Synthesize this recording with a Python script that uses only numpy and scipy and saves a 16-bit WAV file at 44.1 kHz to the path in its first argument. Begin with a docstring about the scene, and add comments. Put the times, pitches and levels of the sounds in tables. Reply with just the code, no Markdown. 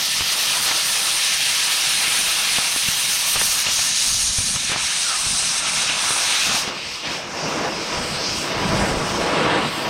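"""An oxy-fuel torch cuts a steel part held in a vice: its oxygen jet is noise in four layers, a rush in
the slot, a nozzle hiss, a sizzle and a top treble. The flame is lower noise: roar, flutter and rumble.
Slag snaps, pushes and spits in short pops, and a few gliding notes sound for a moment.
Then the lever is released and the bare flame roars as it is swept over the hot steel.
Narrow hollows and a short echo colour the noise of jet and flame."""
import sys
import numpy as np
from scipy import signal
from scipy.fft import rfft, irfft, next_fast_len
from scipy.io import wavfile
from scipy.ndimage import uniform_filter1d

SR = 44100
rng = np.random.default_rng(int(sys.argv[2]) if len(sys.argv) > 2 else 0)


def digitize_waveform(pressure):
    """Quantize a signal to 16-bit integers and store it at the path in sys.argv[1].

    Rows of a 2-D input are taken as channels; values are limited to [-1, 1].
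    """
    field = np.atleast_2d(pressure).T
    bounded = np.clip(field, -1, 1)
    quanta = np.round(bounded * 32767).astype(np.int16)
    wavfile.write(sys.argv[1], SR, quanta)


N = 436149


def gain_of(db):
    """Decibels turned into a factor on the size of the wave."""
    return 10 ** (np.asarray(db) / 20)


def evened(x):
    """Scale a signal so that its average power is one."""
    return x / np.sqrt(np.mean(x ** 2) + 1e-20)


def follow(points, t):
    """Value at each time t on the straight lines that join the points."""
    return np.interp(t, *np.transpose(points))


def read(points, hz):
    """Value of a spectrum, straight on a log-frequency axis, all but silent outside."""
    f, value = np.transpose(points)
    return np.interp(np.log(hz + 1e-3), np.log(f), value, -99, -99)


def blend(colour, hz, lever):
    """The colour passes from that of the cut to that of the bare flame as the lever closes."""
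    cut = [(f, db) for f, db, _ in colour]
    bare = [(f, db) for f, _, db in colour]
    return read(cut, hz) * lever + read(bare, hz) * (1 - lever)


def bumps(t, events):
    """Sum of smooth bumps given as (middle, length, heights), one row for each height column."""
    middle, length, *heights = np.transpose(events)
    u = np.clip((t[:, None] - middle) / length, -.5, .5)
    return np.array(heights) @ (np.cos(np.pi * u) ** 2).T


def layer(colour_db, level_db, gusty_db):
    """Power over pitch and time of one noise: its colour, its level curve and its own quick gusts."""
    power = gain_of(2 * colour_db)
    gusts = evened(uniform_filter1d(rng.standard_normal(len(level_db)), size=10))
    return power / power.sum(axis=0) * gain_of(2 * (level_db + gusty_db * gusts))


def add(mix, s, sound):
    """Add a short sound to the mix, starting at s seconds."""
    part = mix[round(s * SR):][:len(sound)]
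    part += sound[:len(part)]


def surroundings(x):
    """Hollows around the part lift or swallow narrow bands, and an echo off the steel deck combs them; the two
    lowest bands shape the deep rumble of the flame."""
    # hollows, the two lowest rows shaping the flame's rumble: f/Hz, width/Hz, lift/dB
    hollows = [(54, 11, 5.5), (204, 18, -1.5), (330, 30, 3), (510, 40, -1), (977, 25, 2.5), (1802, 46, 6),
               (1847, 87, -5.5), (2192, 34, 7.5), (2246, 55, -4), (2370, 77, 1.5), (2730, 64, -1),
               (2990, 63, 5), (3010, 100, -6.5), (3150, 90, 0.5), (3720, 53, 2.5), (3940, 47, 3),
               (5060, 50, 2.5)]
    # echo, fading as the tip moves behind the part and later returning: t/s, level/dB
    echo_db = [(0, -15.5), (3.4, -13), (4, -28), (9.89, -14)]
    echo_s = .0062  # delay
    length = next_fast_len(N + 4096)
    hz = np.fft.rfftfreq(length, 1 / SR)
    lift_db = sum(db / (1 + (2 * (hz - f) / width) ** 2) for f, width, db in hollows)
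    x = irfft(rfft(x, length) * gain_of(lift_db), length)[:, :N]
    echo = gain_of(follow(echo_db, np.arange(N) / SR))
    return x + echo * np.roll(x, round(echo_s * SR), axis=1)


def whistles(waver=0.5, unsteady=11):
    """Brief gliding tones, unsteady in pitch and level: the first two ring with slag spits, the rest are
    sounded by gas in the slot and the buffeting flame."""
    # notes: t/s, length/s, from f/Hz, to f/Hz, level/dB before the fades and the unsteadiness
    notes = [(2.876, 0.018, 2780, 2620, -25), (3.66, 0.019, 2610, 2900, -23), (5.04, 0.15, 1506, 1165, -32),
             (5.607, 0.1, 1404, 1250, -33.5), (8.624, 0.17, 184, 110, -28), (8.685, 0.21, 55.3, 52, -30),
             (8.72, 0.16, 200, 201, -28), (8.847, 0.22, 54, 55, -33.5)]
    out = np.zeros(N)
    # smoothing leaves the chance curves small, about 0.06, so the factors above look large
    chance = uniform_filter1d(rng.standard_normal((len(notes), 2, SR // 2)), size=300)
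    for (s, length, from_hz, to_hz, db), (pitch, level) in zip(notes, chance):
        count = round(length * SR)
        hz = np.geomspace(from_hz, to_hz, count) * (1 + waver * pitch[:count])
        shape = np.sqrt(np.hanning(count)) * (1 + unsteady * level[:count])
        tone = np.sqrt(2) * np.sin(2 * np.pi * np.cumsum(hz) / SR)
        add(out, s, gain_of(db) * tone * shape)
    return out


def slag(turns=0.6, snap_hz=1200):
    """Each pop is a sharp inward snap, a quickly damped push of gas and a short spit of mid noise."""
    # pops: t/s, push peak level/dB, push f/Hz, snap peak level/dB, spit level/dB at its height, spit length/s
    pops = [(0.208, -27, 80, -14, -29, 0.015), (0.221, -34, 90, -19, -29, 0.0074),
            (0.709, -35, 200, -24, -20, 0.017), (2.078, -35, 160, -28, -30, .01),
            (2.268, -36, 200, -28, -37, 0.0085), (2.585, -21, 165, -12, -25, 0.0089),
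            (2.762, -22, 278, -16, -30, .008), (2.886, -19.5, 151, -25, -36, .008),
            (3.357, -34, 120, -15, -24, 0.021), (3.411, -34, 90, -22, -18, .012),
            (3.665, -31, 140, -22, -28, 0.014), (3.688, -27, 170, -21, -29, .008),
            (3.789, -33, 100, -28, -24.5, 0.012), (4.385, -17, 85, -21, -27, .008),
            (4.405, -28, 75, -36, -34, .01), (4.49, -33, 70, -36, -35, .01),
            (4.558, -24, 110, -28, -29, 0.015), (4.696, -25, 150, -23, -29, 0.023),
            (4.718, -24, 150, -12, -26, 0.055), (4.761, -31, 130, -9.5, -27, .008),
            (5.265, -24, 110, -30, -36, .01), (5.896, -32, 200, -28, -21.5, .01),
            (6.107, -26, 130, -10, -35, 0.013), (6.47, -35, 170, -26, -26, 0.011),
            (6.493, -31, 120, -26, -27, 0.0092), (6.545, -26, 200, -24, -22, 0.018),
            (6.677, -23, 220, -19, -28, 0.02)]
    out, t = np.zeros(N), np.arange(SR // 10) / SR
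    band = signal.butter(2, [400, 3000], "band", fs=SR, output="sos")
    noise = rng.standard_normal((len(pops), len(t)))
    snap = -np.sin(2 * np.pi * snap_hz * t) * np.exp(-t * snap_hz / 0.72)
    snap = snap / -snap.min()
    for (s, push_db, hz, snap_db, spit_db, length), grit in zip(pops, noise):
        # the push has died to about a third after 'turns' swings
        push = np.sin(2 * np.pi * hz * t) * np.exp(-t * hz / turns)
        push = push / push.max()
        # the spit is strongest a quarter of the way through its length
        u = t / length * 4
        spit = evened(signal.sosfilt(band, grit)) * u * np.exp(1 - u)
        add(out, s, gain_of(push_db) * push + gain_of(snap_db) * snap + gain_of(spit_db) * spit)
    return out


def flame_power(t, hz, lever, choke):
    """The burning gas roars, with a lower flutter and a deep rumble that follow the roar."""
    # roar, swelling after the lever is shut as the flame sweeps onto the steel: t/s, level/dB before chokes
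    flame = [(0, -37), (.65, -32.5), (1.1, -35), (2.6, -34), (3.8, -36.5), (4.45, -40.5), (5.1, -34.5),
             (5.42, -35.5), (5.95, -30.5), (6.45, -32.5), (6.57, -28.5), (6.7, -33), (6.8, -39),
             (7.0, -42.5), (7.09, -29.5), (7.21, -35), (7.45, -27.5), (7.68, -24.5), (7.78, -31.5),
             (8.0, -28), (8.23, -29), (8.34, -32.5), (8.47, -29), (8.55, -25.5), (8.72, -21), (8.9, -23.5),
             (9.2, -24.5), (9.38, -21), (9.6, -19.5), (9.72, -28.5), (9.89, -26.5)]
    # puffs of hot gas: middle t/s, length/s, flutter lift/dB, rumble lift/dB
    buffets = [(.2, 0.54, 4, 8), (2.3, 0.71, -1, 8), (3.0, .4, 1, 9), (3.414, 0.48, 7.5, 17),
               (3.792, 0.63, 7.5, 9), (4.18, 0.46, 9.5, 24), (4.482, 0.61, 14.5, 20), (4.78, 0.39, 6, 11),
               (5.328, 0.52, 8, 16), (5.763, 0.18, 3, 4), (6.48, .2, 4, 1), (6.9, .3, -2, 13),
               (8.0, .6, 3.5, 14), (8.344, 0.26, 3, 13), (8.74, 0.68, 8, 14.5), (9.1, .8, 2, 10),
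               (7.12, .2, 2, 1), (7.678, .15, 1, -5), (9.85, .2, 4, -2)]
    # colour of the roar: f/Hz, level/dB per Hz while cutting, level/dB per Hz of the bare flame
    roar_colour = [(120, -30, -27), (250, -11.5, -1), (348, -11.5, 0), (536, -6.5, 3), (750, -2, -0.5),
                   (1030, -1, -0.5), (1320, 2, -3), (1970, -10.5, -7), (2800, -28, -14), (4160, -40, -36)]
    # colour of the flutter: same columns, f/Hz, level/dB per Hz, level/dB per Hz
    flutter_colour = [(60, -20, -20), (100, -10, -15), (140, 0, -7.5), (195, -0.5, 0), (242, 0, -8),
                      (332, -26, -41)]
    # colour of the rumble: same columns, f/Hz, level/dB per Hz, level/dB per Hz
    rumble_colour = [(12, -25, -25), (30, -10, -17), (53, 5, -11), (80, 2, 1), (130, -20, -20)]
    roar = follow(flame, t) + 0.32 * choke  # a choke pushes the roar up
    flutter_lift, rumble_lift = bumps(t, buffets)
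    # dB against the roar: while cutting, then for the bare flame
    flutter = roar + flutter_lift - 14.5 * lever - 9.5 * (1 - lever)
    rumble = roar + rumble_lift - 22.5 * lever - 24 * (1 - lever)
    power = layer(blend(roar_colour, hz, lever), roar, 1.2)
    power += layer(blend(flutter_colour, hz, lever), flutter, 1.9)
    power += layer(blend(rumble_colour, hz, lever), rumble, 1.6)
    return power


def jet_power(t, hz, lever, choke):
    """The oxygen jet rushes in the slot, hisses at the nozzle and sizzles; its top treble is kept apart."""
    # slow course before sputters and chokes: t/s, rush level/dB, hiss level/dB, sizzle level/dB
    jet_course = [(0, -24.5, -25, -32), (.5, -22, -27, -28), (1.0, -24.5, -25.5, -26.5),
                  (1.35, -21.5, -25, -28), (2.0, -22, -27, -27), (2.7, -23, -26.5, -28.5),
                  (3.3, -25.5, -25, -25), (3.8, -25, -21.5, -26.5), (4.1, -27.5, -21.5, -27),
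                  (4.42, -31, -23, -26.5), (4.7, -24, -26.5, -30), (5.28, -28, -24, -25),
                  (5.9, -23.5, -25, -28.5), (6.08, -25, -25.5, -24.5), (6.3, -22, -26, -28),
                  (6.6, -25.5, -24, -31.5), (6.72, -31, -37, -51), (6.92, -31.5, -32, -44.5),
                  (7.03, -30.5, -37, -47), (7.06, -25, -35, -46), (7.13, -28, -30.5, -42),
                  (7.25, -35.5, -41.5, -51), (7.43, -33.5, -30, -45.5), (7.6, -32, -34.5, -45),
                  (7.78, -33.5, -34, -47), (7.85, -31.5, -30.5, -44), (8.05, -31.5, -32, -39),
                  (8.26, -30.5, -26.5, -44), (8.39, -30, -30, -35.5), (8.55, -29.5, -35, -44),
                  (8.8, -30.5, -31, -37), (8.95, -33.5, -36.5, -41.5), (9.15, -31, -31, -39.5),
                  (9.42, -26.5, -39.5, -44), (9.65, -27.5, -41, -44), (9.76, -28.5, -38, -39.5),
                  (9.89, -29, -36, -48)]
    # the whole jet falters or surges: middle t/s, length/s, level change/dB
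    sputters = [(0.188, 0.044, 1), (.25, 0.086, -2.5), (.327, 0.033, 2.5), (0.356, .06, -3),
                (0.604, 0.074, -1.5), (0.756, 0.062, 0.5), (2.6, .06, -2.5), (2.91, .06, 0), (3.68, .06, 1),
                (4.31, .06, 1), (4.76, 0.067, -3), (5.615, .07, -1.5), (5.72, .06, -2), (5.962, .06, -1.5),
                (6.515, .05, -1), (6.574, 0.063, 1.5)]
    # top treble against the sizzle, before chokes: t/s, level/dB
    top_db = [(0, -5), (1.3, -10.5), (2.7, -10), (3.55, -5.5), (3.75, -12), (4.4, -20), (4.8, -23),
              (6.1, -21), (6.55, -13), (7.5, -13.5), (8.8, -13.5), (9.5, -18), (9.75, -11), (9.89, -6)]
    # centre of the nozzle hiss: t/s, f/Hz
    hiss_centre = [(0, 5300), (2.8, 5400), (4.4, 5770), (5.1, 5340), (6.5, 5560), (6.8, 4840), (7.15, 5300),
                   (7.55, 5300), (7.85, 5000), (8.0, 5230), (8.18, 4770), (8.4, 5300), (8.56, 4950),
                   (9.15, 5300), (9.75, 4800), (9.89, 5100)]
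    # the rush sounds lower or higher as the tip moves over the steel: t/s, pitch/share of normal
    rush_pitch = [(0, 1.075), (2, 0.99), (4.1, 1.01), (6.2, 0.92), (7.1, 1.01), (7.3, 0.93), (7.75, 0.94),
                  (7.9, 0.98), (8.5, 1.01), (9.89, 1.04)]
    # the sizzle sinks as the cut deepens and later recovers: t/s, pitch/share of normal
    sizzle_pitch = [(0, 1.017), (4.3, 1.005), (5.2, .95), (6.5, 0.98), (6.8, 0.99), (9.89, 1)]
    # colour of the rush at normal pitch: f/Hz, level/dB per Hz while cutting, level/dB per Hz of the bare flame
    rush_colour = [(500, -20, -22), (1030, -39, -5.5), (1690, -3.5, -8), (2040, -5, -4), (2860, 1.5, 2),
                   (3400, -2, -2.5), (4340, -2, -6), (5530, -9.5, -14.5), (7970, -13, -25)]
    # colour of the hiss: f/share of its centre, level/dB per Hz while cutting, level/dB per Hz of the bare flame
    hiss_colour = [(.5, -13.5, -35), (.7, -2, -17), (.85, -1.5, -2), (1, 2, 3.5), (1.15, 2.5, -1),
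                   (1.35, -9, -8.5), (1.6, -12, -39)]
    # colour of the sizzle at normal pitch: f/Hz, level/dB per Hz while cutting, level/dB per Hz of the bare flame
    sizzle_colour = [(5900, -8, -25), (7320, -8, -3), (8320, 3, 2), (8960, 5.5, -4.5), (9840, 2.5, -6.5),
                     (10820, -6.5, -16), (12300, -17, -24)]
    # colour of the top treble: f/Hz, level/dB per Hz while cutting, level/dB per Hz of the bare flame
    top_colour = [(9800, -36, -24), (10950, -1, -7), (11500, 1, -5), (12300, 4, 2), (13200, 2, -3),
                  (14500, -4, -5), (15900, -7, -10)]
    times, *levels = np.transpose(jet_course)
    sputter = bumps(t, sputters)[0]
    rush, hiss, sizzle = (np.interp(t, times, level) + sputter for level in levels)
    # a choke dulls the treble and pushes the rush up: share of its depth for each layer
    top = sizzle + follow(top_db, t) - 1.3 * choke
    rush = rush + 0.21 * choke
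    hiss = hiss - 0.38 * choke
    sizzle = sizzle - 0.97 * choke
    jet = layer(blend(rush_colour, hz / follow(rush_pitch, t), lever), rush, 0.86)
    jet += layer(blend(hiss_colour, hz / follow(hiss_centre, t), lever), hiss, 0.67)
    jet += layer(blend(sizzle_colour, hz / follow(sizzle_pitch, t), lever), sizzle, 1.2)
    treble = layer(blend(top_colour, hz, lever), top, 1.6)
    return jet, treble


def gas(patchy_db=1.0, shared_db=.5):
    """Turbulent noise of jet and flame, as middle and side: random waves shaped over pitch and time."""
    # how far the cutting oxygen is open: t/s, opening/0-1
    lever_course = [(0, 1), (6.55, 1), (6.75, 0), (9.89, 0)]
    # slag chokes the slot for a moment: middle t/s, length/s, depth/dB (each layer takes a share)
    chokes = [(0.087, .06, 3), (0.202, .06, 4), (.72, 0.14, 3.5), (.93, .1, 0.5), (1.614, .08, 1.5),
              (1.742, .07, 0), (2.144, .1, 0), (3.25, .07, 3), (3.372, 0.084, 5.5), (3.672, 0.13, 8.5),
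              (3.93, 0.12, 4.5), (4.305, 0.081, 6), (4.77, 0.14, 4), (5.326, .07, 1), (5.648, 0.21, 5),
              (5.924, 0.23, 4), (6.507, .08, 3)]
    # side against middle below the top treble, before the width below: f/Hz, level/dB
    side_db = [(20, -1), (100, -15), (300, -14.5), (1100, -20.5), (1800, -38.5), (5000, -63), (8000, -16),
               (11000, -44)]
    # change of that side over time: t/s, width/dB
    width = [(0, 0.5), (3.9, -5), (4.3, -16), (8.1, -26), (8.5, -16), (9.89, -46)]
    # side of the top treble against its middle: t/s, level/dB
    lean_db = [(0, -1), (3.9, -3), (4.3, -26), (6, -22), (6.3, -8), (6.7, -2), (9.89, 2)]
    size, hop = 1024, 256  # samples in a frame, and from one frame to the next
    frames, hz = N // hop + 5, np.fft.rfftfreq(size, 1 / SR)[:, None]
    t = np.arange(frames) * hop / SR
    lever = follow(lever_course, t)
    choke = bumps(t, chokes)[0]
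    jet, treble = jet_power(t, hz, lever, choke)
    body = jet + flame_power(t, hz, lever, choke)
    a, b, c, d, patches = rng.standard_normal((frames, len(hz), 5)).T
    mid_noise, side_noise = a + 1j * b, c + 1j * d
    # eddies come in patches of time and pitch, and all the gas flickers a little together
    patches = uniform_filter1d(patches, size=9, axis=1)
    patches = evened(uniform_filter1d(patches, size=8, axis=0))
    flicker = evened(uniform_filter1d(rng.standard_normal(frames), size=5))
    texture = gain_of(patchy_db * patches + shared_db * flicker)
    mid = mid_noise * np.sqrt(body + treble) * texture
    # the side of the top treble is partly the middle upside down (louder right), partly its own
    share = .67
    lean = gain_of(follow(lean_db, t)) * np.sqrt(treble)
    wide = gain_of(read(side_db, hz) + follow(width, t))
    own_side = np.sqrt(body) * wide + np.sqrt(1 - share ** 2) * lean
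    side = (side_noise * own_side - share * lean * mid_noise) * texture
    # unshaped noise sets the scale, so that the levels in dB hold
    plain = signal.istft(mid_noise, nperseg=size, noverlap=size - hop)[1]
    unit = plain.std() * np.sqrt(1 / len(hz))
    return signal.istft(np.array([mid, side]), nperseg=size, noverlap=size - hop)[1][:, :N] / unit


def scene():
    """Gas noise in its surroundings, with pops and notes in the middle, as left and right."""
    mid, side = surroundings(gas())
    mid = mid + slag() + whistles()
    return np.array([mid + side, mid - side])


def record(dry):
    """A steep filter removes the sound above its edge."""
    edge_hz = 15875
    edge = signal.firwin(1023, edge_hz, window=("kaiser", 7), fs=SR)
    return signal.oaconvolve(dry, edge[None], "same")


dry = scene()
out = record(dry)
digitize_waveform(out)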